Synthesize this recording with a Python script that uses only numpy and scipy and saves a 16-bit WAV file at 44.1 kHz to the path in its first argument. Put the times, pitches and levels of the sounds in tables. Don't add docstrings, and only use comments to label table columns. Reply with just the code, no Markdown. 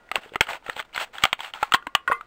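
import sys
import numpy as np
from scipy import signal
from scipy.io import wavfile
from scipy.ndimage import uniform_filter1d

SR = 44100
rng = np.random.default_rng(int(sys.argv[2]) if len(sys.argv) > 2 else 0)


def store_pcm(level_fs):
    pcm = np.round(np.clip(level_fs, -1, 1) * 32767).astype(np.int16)
    wavfile.write(sys.argv[1], SR, np.atleast_2d(pcm).T)


def decibels_to_gain(level_db):
    exponent = np.asarray(level_db, float) / 20
    return 10 ** exponent


N = 99798

# t/s, peak level/dB, low panel f/Hz, high panel f/Hz, high level re low/dB
SNAPS = [(0.165, -19, 1090, 2500, -10), (0.408, 0.5, 905, 2198, 8.5), (0.409, -1, 1593, 3257, 12),
         (1.237, -0.5, 1226, 3300, 6.5), (1.238, -1.5, 805, 2268, 12), (1.628, -8, 836, 2400, -12),
         (1.63, -8, 1335, 2070, -12.5), (1.635, -20.5, 863, 1360, -31), (1.721, -9, 1287, 2790, -1.5),
         (1.738, -2, 1084, 3164, 10.5), (1.744, -2, 1030, 1880, 0.5), (1.749, -17, 1120, 3300, 14),
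         (1.95, -1, 1176, 2940, 4.5), (1.951, -10.5, 1180, 1900, 7), (2.077, -8.5, 1472, 1900, -19),
         (2.114, -9, 1422, 2820, -37), (2.119, -6.5, 1060, 1740, -50), (2.128, -15.5, 1160, 1990, -13.5)]
CRACKS = [(0.115, -12, 1260, 2100, 3), (0.1565, -5.5, 1510, 2700, 11.6), (0.3575, -11.5, 1265, 2020, 0.82),
          (0.697, -13.5, 1340, 1840, 5), (0.794, -19.5, 1480, 3320, 3.8), (0.8, -16, 1220, 2080, 6.2),
          (0.961, -12, 1460, 2120, 19), (0.978, -11.5, 1500, 1870, 2.3), (1.253, -2.5, 765, 3100, 10.4),
          (1.329, -4.5, 900, 3110, 10), (1.33, -7, 1400, 2200, 0.63), (0.157, -24, 2040, 3700, 1.2),
          (1.869, -17, 1006, 1990, 0.43)]
TICKS = [(0.09, -36.5, 1260, 1930, 29), (0.235, -32, 1710, 2780, 8), (0.293, -39.5, 1090, 3380, 12),
         (0.337, -28.5, 560, 2500, 2), (0.346, -29, 1380, 1870, 18), (0.469, -28, 1240, 2900, 4),
         (0.488, -21.5, 930, 1930, 3), (0.492, -23.5, 1230, 1900, -9), (0.509, -20.5, 876, 2570, -23),
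         (0.532, -19.5, 1110, 2460, 19), (0.484, -33, 1180, 3000, 1), (0.555, -26.5, 980, 2400, 1),
         (0.625, -43, 920, 2300, -6), (0.664, -24.5, 810, 1870, 5.5), (0.682, -25, 1330, 1860, -2),
         (0.731, -35.5, 1480, 4200, 12), (0.765, -24, 830, 3200, 2.5), (0.825, -29.5, 1580, 2780, 21),
         (0.85, -47, 880, 3500, -2), (0.893, -47.5, 1120, 2100, 8), (0.929, -36, 1360, 2260, 11),
         (0.936, -36, 1350, 2900, 3), (1.305, -44, 1400, 3170, -8), (0.947, -23.5, 1560, 4300, 31),
         (0.9995, -20, 1400, 3200, 14), (1.155, -32, 835, 2960, -1), (1.183, -21, 1390, 3300, 29.5),
         (1.223, -22, 1180, 2200, 19), (1.392, -26.5, 895, 2220, 2), (1.405, -18, 940, 3260, 10),
         (1.446, -26, 1390, 3200, -2), (1.502, -40.5, 1170, 3200, 10), (1.537, -19, 870, 3200, 18),
         (1.548, -28.5, 930, 3300, -1), (1.557, -28, 898, 3300, -25), (1.572, -30.5, 1290, 3200, -20),
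         (1.587, -39.5, 1460, 3200, 4), (2.18, -46, 900, 4200, -9), (1.825, -33, 1430, 1870, -12.5),
         (2.21, -24, 1296, 2060, -15.5)]
# start t/s, length/s, level/dB, peak position/fraction of length, treble level/dB
STROKES = [(0.128, 0.076, -35.5, 0.56, -5.5), (0.195, 0.14, -47, 0.24, 0), (0.316, 0.041, -53.5, 0.41, 0.5),
           (0.408, 0.049, -37, 0.14, 8.5), (0.448, 0.039, -41, 0.6, -3), (0.48, .11, -30, 0.23, -3),
           (0.629, 0.13, -41, 0.63, 0), (.75, 0.072, -32.5, 0.74, 0.5), (0.843, 0.029, -52, .2, 0),
           (0.929, 0.054, -34.5, 0.72, 1), (0.973, 0.083, -26, 0.59, 0.5), (1.05, 0.055, -50.5, 0.13, -5),
           (1.126, 0.24, -40, 0.083, -1.5), (1.211, 0.078, -36.5, 0.42, -2), (1.379, 0.14, -35.5, 0.48, 1),
           (1.532, 0.13, -41.5, 0.12, -3.5), (1.596, 0.11, -39.5, 0.41, -5),
           (1.689, 0.058, -45.5, 0.82, -4), (1.735, 0.035, -26.5, 0.05, 7), (2.078, 0.13, -42, 0.039, -23)]
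# f/Hz, width/Hz, level/dB
WALL = [(432, 306, 4), (620, 434, 9.5), (830, 262, 8.5), (1400, 258, 9.5), (2010, 805, 3), (2795, 496, 5.5),
        (3300, 765, -1.5), (4440, 560, -8), (6320, 460, -18.5), (7970, 586, -10), (9550, 370, -41.5)]
WALL_DRIFT = [-9, -11, -0.2, -0.24, 0.5, 0.47, 0.83, -1.7, -1.2, 0.1, 11.2]
# f/Hz, level/dB, T60/s
CUP_MODES = [(465, -17, .15), (650, -27.5, .1), (1087, 0, .15), (1180, -8.5, 0.54), (1421, -14, 0.34),
             (1561, -10, 0.089), (1900, -2, 0.047), (1950, -26.5, 0.33), (2070, -14.5, 0.17),
             (2580, -13.5, 0.087), (3200, -27, 0.11), (3500, -38, 0.068), (4730, -46, 0.15)]
# t/s, level/dB
CUP_HITS = [
    (1.251, -54),
    (1.628, -36),
    (1.736, -24.5),
    (1.867, -42.5),
    (1.952, -34.5),
    (2.079, -23),
    (2.118, -17),
]
# f/Hz, level/dB, T60/s
BLADE_MODES = [(6700, -12, .08), (7550, -23, .15), (8000, -18, 0.044), (8400, 2, 0.058), (9100, -2, 0.15),
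               (9100, -14, .15), (9580, -5, .12), (9945, 12, 0.1)]
# t/s, level/dB
BLADE_HITS = [
    (1.738, -60),
    (1.951, -63),
    (2.076, -58),
    (2.115, -51.5),
]
# f/Hz, level/dB, T60/s
SETTLE_MODES = [(369, 0, 0.31)]
# t/s, level/dB
SETTLE_HITS = [(2.164, -52)]
# t/s, level/dB, time to peak/ms
PUFFS = [
    (0.41, -8.5, 0.32),
    (1.237, -44, 0.62),
    (1.63, -58, 0.93),
    (1.738, -30, 0.56),
    (1.948, -57, 2.6),
    (0.164, -45, 0.93),
]
# t/s, level/dB, f/Hz
THUNKS = [(0.18, -34.5, 216), (.26, -35.5, 450), (0.32, -33, 460), (.358, -24, 406), (2.1, -18.5, 560),
          (2.4, -23.5, 290), (.766, -31.5, 510), (0.69, -24, 516), (1.872, -30, 298), (2.086, -40, 315)]
# f/Hz, level/(dB per Hz)
SHED_SPECTRUM = [(30, 6.5), (100, -0.5), (300, 5.5), (700, 5.5), (1500, 0.5), (3000, -10.5), (5500, -54),
                 (9000, -58)]
# f/Hz, level/dB
HUM = [(1421, -59), (1933, -65.5)]
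# t/s, level/dB
HUM_SWELL = [(0, -0.3), (.3, -13), (1.6, -10.5), (1.8, -2.7)]
# f/Hz, width/Hz, depth/fraction
PORT_DIP = (5840, 2040, 0.2)


def band(x, hz, width):
    return signal.lfilter(*signal.iirpeak(hz, hz / width, fs=SR), x)


def unit(x):
    return x / np.sqrt(np.mean(x ** 2))


def fade(t, t60):
    return np.exp(-np.log(1000) * t / t60)


def tone(hz, t):
    return np.sin(2 * np.pi * hz * t)


def add(out, at, x):
    i = int(at * SR)
    out[i:i + len(x)] += x[:len(out) - i]


def wall(drive):
    drive = np.broadcast_to(drive, (len(WALL), N))
    rows = []
    for k, (hz, width, db) in enumerate(WALL):
        sign = (-1) ** k
        rows.append(sign * decibels_to_gain(db) * band(drive[k], hz, width))
    rows = np.array(rows) * decibels_to_gain(np.outer(WALL_DRIFT, np.arange(N) / SR))
    highpass = signal.butter(2, 560, "high", fs=SR, output="sos")
    rows[2:] = signal.sosfilt(highpass, rows[2:])
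    return rows


def buckles():
    panel_t60_s, high_t60_s, rise_s = 0.036, 0.017, 0.002
    crack_t60_s, rattle_t60_s, rattle_db = 0.017, 0.057, -29
    split_t60_s, split_db, crack_lows_db = 0.0038, -27.5, -5
    t = np.arange(SR // 8) / SR
    rings, cracks, splits = np.zeros((3, N))
    for table, ring, crack_db in ((SNAPS, 0.8, -6), (CRACKS, 0.52, -7.5), (TICKS, 0.65, -7.5)):
        rise = 1 - fade(t, rise_s * ring)
        crack = decibels_to_gain(crack_db) * fade(t, crack_t60_s * ring)
        rattle = decibels_to_gain(rattle_db) * fade(t, rattle_t60_s)
        split = decibels_to_gain(crack_db + split_db) * fade(t, split_t60_s)
        for at, db, low_hz, high_hz, high_db in table:
            low = tone(low_hz, t) * fade(t, panel_t60_s * ring)
            high = tone(high_hz, t) * fade(t, high_t60_s * ring)
            panels = low * decibels_to_gain(-max(high_db, 0)) + high * decibels_to_gain(min(high_db, 0))
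            add(rings, at, decibels_to_gain(db) * rise * panels)
            noise = rng.standard_normal(len(t)) * decibels_to_gain(db + min(high_db, 0) / 2)
            add(cracks, at, noise * rise * (crack + rattle))
            add(splits, at, noise * split)
    rows = 3 * wall(cracks)
    through_wall = decibels_to_gain(crack_lows_db) * rows[:3].sum(axis=0) + rows[3:].sum(axis=0)
    return rings + through_wall + band(splits, 9000, 4200)


def shear():
    grit_per_s, spread_db, largest_db = 1500, 3.8, 14
    smooth_db, flicker_db, shared = -2.5, 2.5, 0.68
    t = np.arange(N) / SR
    low, high = np.zeros((2, N))
    for at, length, db, peak, treble_db in STROKES:
        u = (t - at) / length
        attack = np.clip(u / peak, 0, 1) ** 0.84
        release = np.clip((1 - u) / (1 - peak), 0, 1) ** 1.06
        push = attack * release
        low += decibels_to_gain(db) * push
        high += decibels_to_gain(db + treble_db) * push
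    chance = rng.random((3, len(WALL) + 1, N))
    size_db = np.minimum(-spread_db * np.log(chance[2] + 1e-9), largest_db)
    occurs = chance[0] < grit_per_s / SR
    grit = unit(occurs * np.sign(chance[1] - 0.5) * decibels_to_gain(size_db))
    grit = grit + decibels_to_gain(smooth_db) * rng.standard_normal(grit.shape)
    flicker = unit(uniform_filter1d(rng.standard_normal(grit.shape), size=300))
    grit = grit * decibels_to_gain(flicker_db * flicker)
    grit = shared * grit[0] + (1 - shared) * grit[1:]
    push = np.array([high if hz > 2300 else low for hz, _, _ in WALL])
    steady = wall(grit).sum(axis=0)
    return wall(grit * push).sum(axis=0) / np.std(steady)


def struck(modes, hits, longest_s):
    waver_db, waver_size = 3.5, int(0.008 * SR)
    t, out = np.arange(int(longest_s * SR)) / SR, np.zeros(N)
    rise = 1 - fade(t, 0.0072)
    for at, hit_db in hits:
        chance = rng.standard_normal((len(modes), 2))
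        waver = uniform_filter1d(rng.standard_normal((len(modes), len(t))), size=waver_size)
        waver = waver_db * unit(uniform_filter1d(waver, size=waver_size))
        ring = np.zeros(len(t))
        for (hz, mode_db, t60), (strength, detune), w in zip(modes, chance, waver):
            level = decibels_to_gain(hit_db + mode_db + 4.4 * strength + w)
            ring += level * tone(hz * (1 + 0.0038 * detune), t) * fade(t, min(t60, longest_s))
        add(out, at, ring * rise)
    return out


def cup():
    return struck(CUP_MODES, CUP_HITS, 0.25) + struck(SETTLE_MODES, SETTLE_HITS, 0.25)


def blades():
    return struck(BLADE_MODES, BLADE_HITS, 0.13)


def puffs():
    t, out = np.arange(SR // 10) / SR, np.zeros(N)
    for at, db, peak_ms in PUFFS:
        u = t * 1e3 / peak_ms
        add(out, at, decibels_to_gain(db) * u * np.exp(1 - u))
    for at, db, hz in THUNKS:
        add(out, at, decibels_to_gain(db) * tone(hz, t) * fade(t, 0.032))
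    wind = unit(band(rng.standard_normal(N), 15, 11))
    return out + decibels_to_gain(-66) * wind


def echo(source):
    t = np.arange(SR // 3) / SR
    tail = band(rng.standard_normal(len(t)), 1400, 3500) * fade(t, 0.15)
    tail = tail * (t > 0.004)
    tail = tail / np.sqrt(np.sum(tail ** 2))
    return decibels_to_gain(-28.5) * signal.fftconvolve(source, tail)[:N]


def shed():
    air, t = np.zeros(N), np.arange(N) / SR
    spectrum_hz, spectrum_db = np.array(SHED_SPECTRUM).T
    for hz in 30 * 2 ** np.arange(0, 8.4, 0.5):
        db = np.interp(np.log(hz), np.log(spectrum_hz), spectrum_db)
        db = db + 2.2 * unit(uniform_filter1d(rng.standard_normal(N), size=4000))
        air += decibels_to_gain(db) * band(rng.standard_normal(N), hz, hz / 3)
    swell = decibels_to_gain(np.interp(t, *np.array(HUM_SWELL).T))
    hum = sum(decibels_to_gain(db) * tone(hz, t) for hz, db in HUM)
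    return decibels_to_gain(-59) * unit(air) + swell * hum


def scene():
    bottle = buckles() + shear() + cup() + blades()
    return (bottle + echo(bottle) + puffs() + shed())[None]


def band_limit(x):
    return signal.sosfilt(signal.butter(12, 16640, fs=SR, output="sos"), x)


def record(dry):
    clip, mirror_db = 0.52, -6
    x = clip * dry / (clip ** 4 + dry ** 4) ** 0.25
    port_hz, port_width, depth = PORT_DIP
    x = x - depth * band(x, port_hz, port_width)
    x = signal.sosfilt(signal.ellip(6, 0.5, 42, 9900, fs=SR, output="sos"), x)
    image = x * (-1.0) ** np.arange(N)
    image = signal.sosfilt(signal.ellip(8, 0.3, 70, 15700, fs=SR, output="sos"), image)
    return band_limit(x + decibels_to_gain(mirror_db) * image)


dry = scene()
out = record(dry)
store_pcm(out)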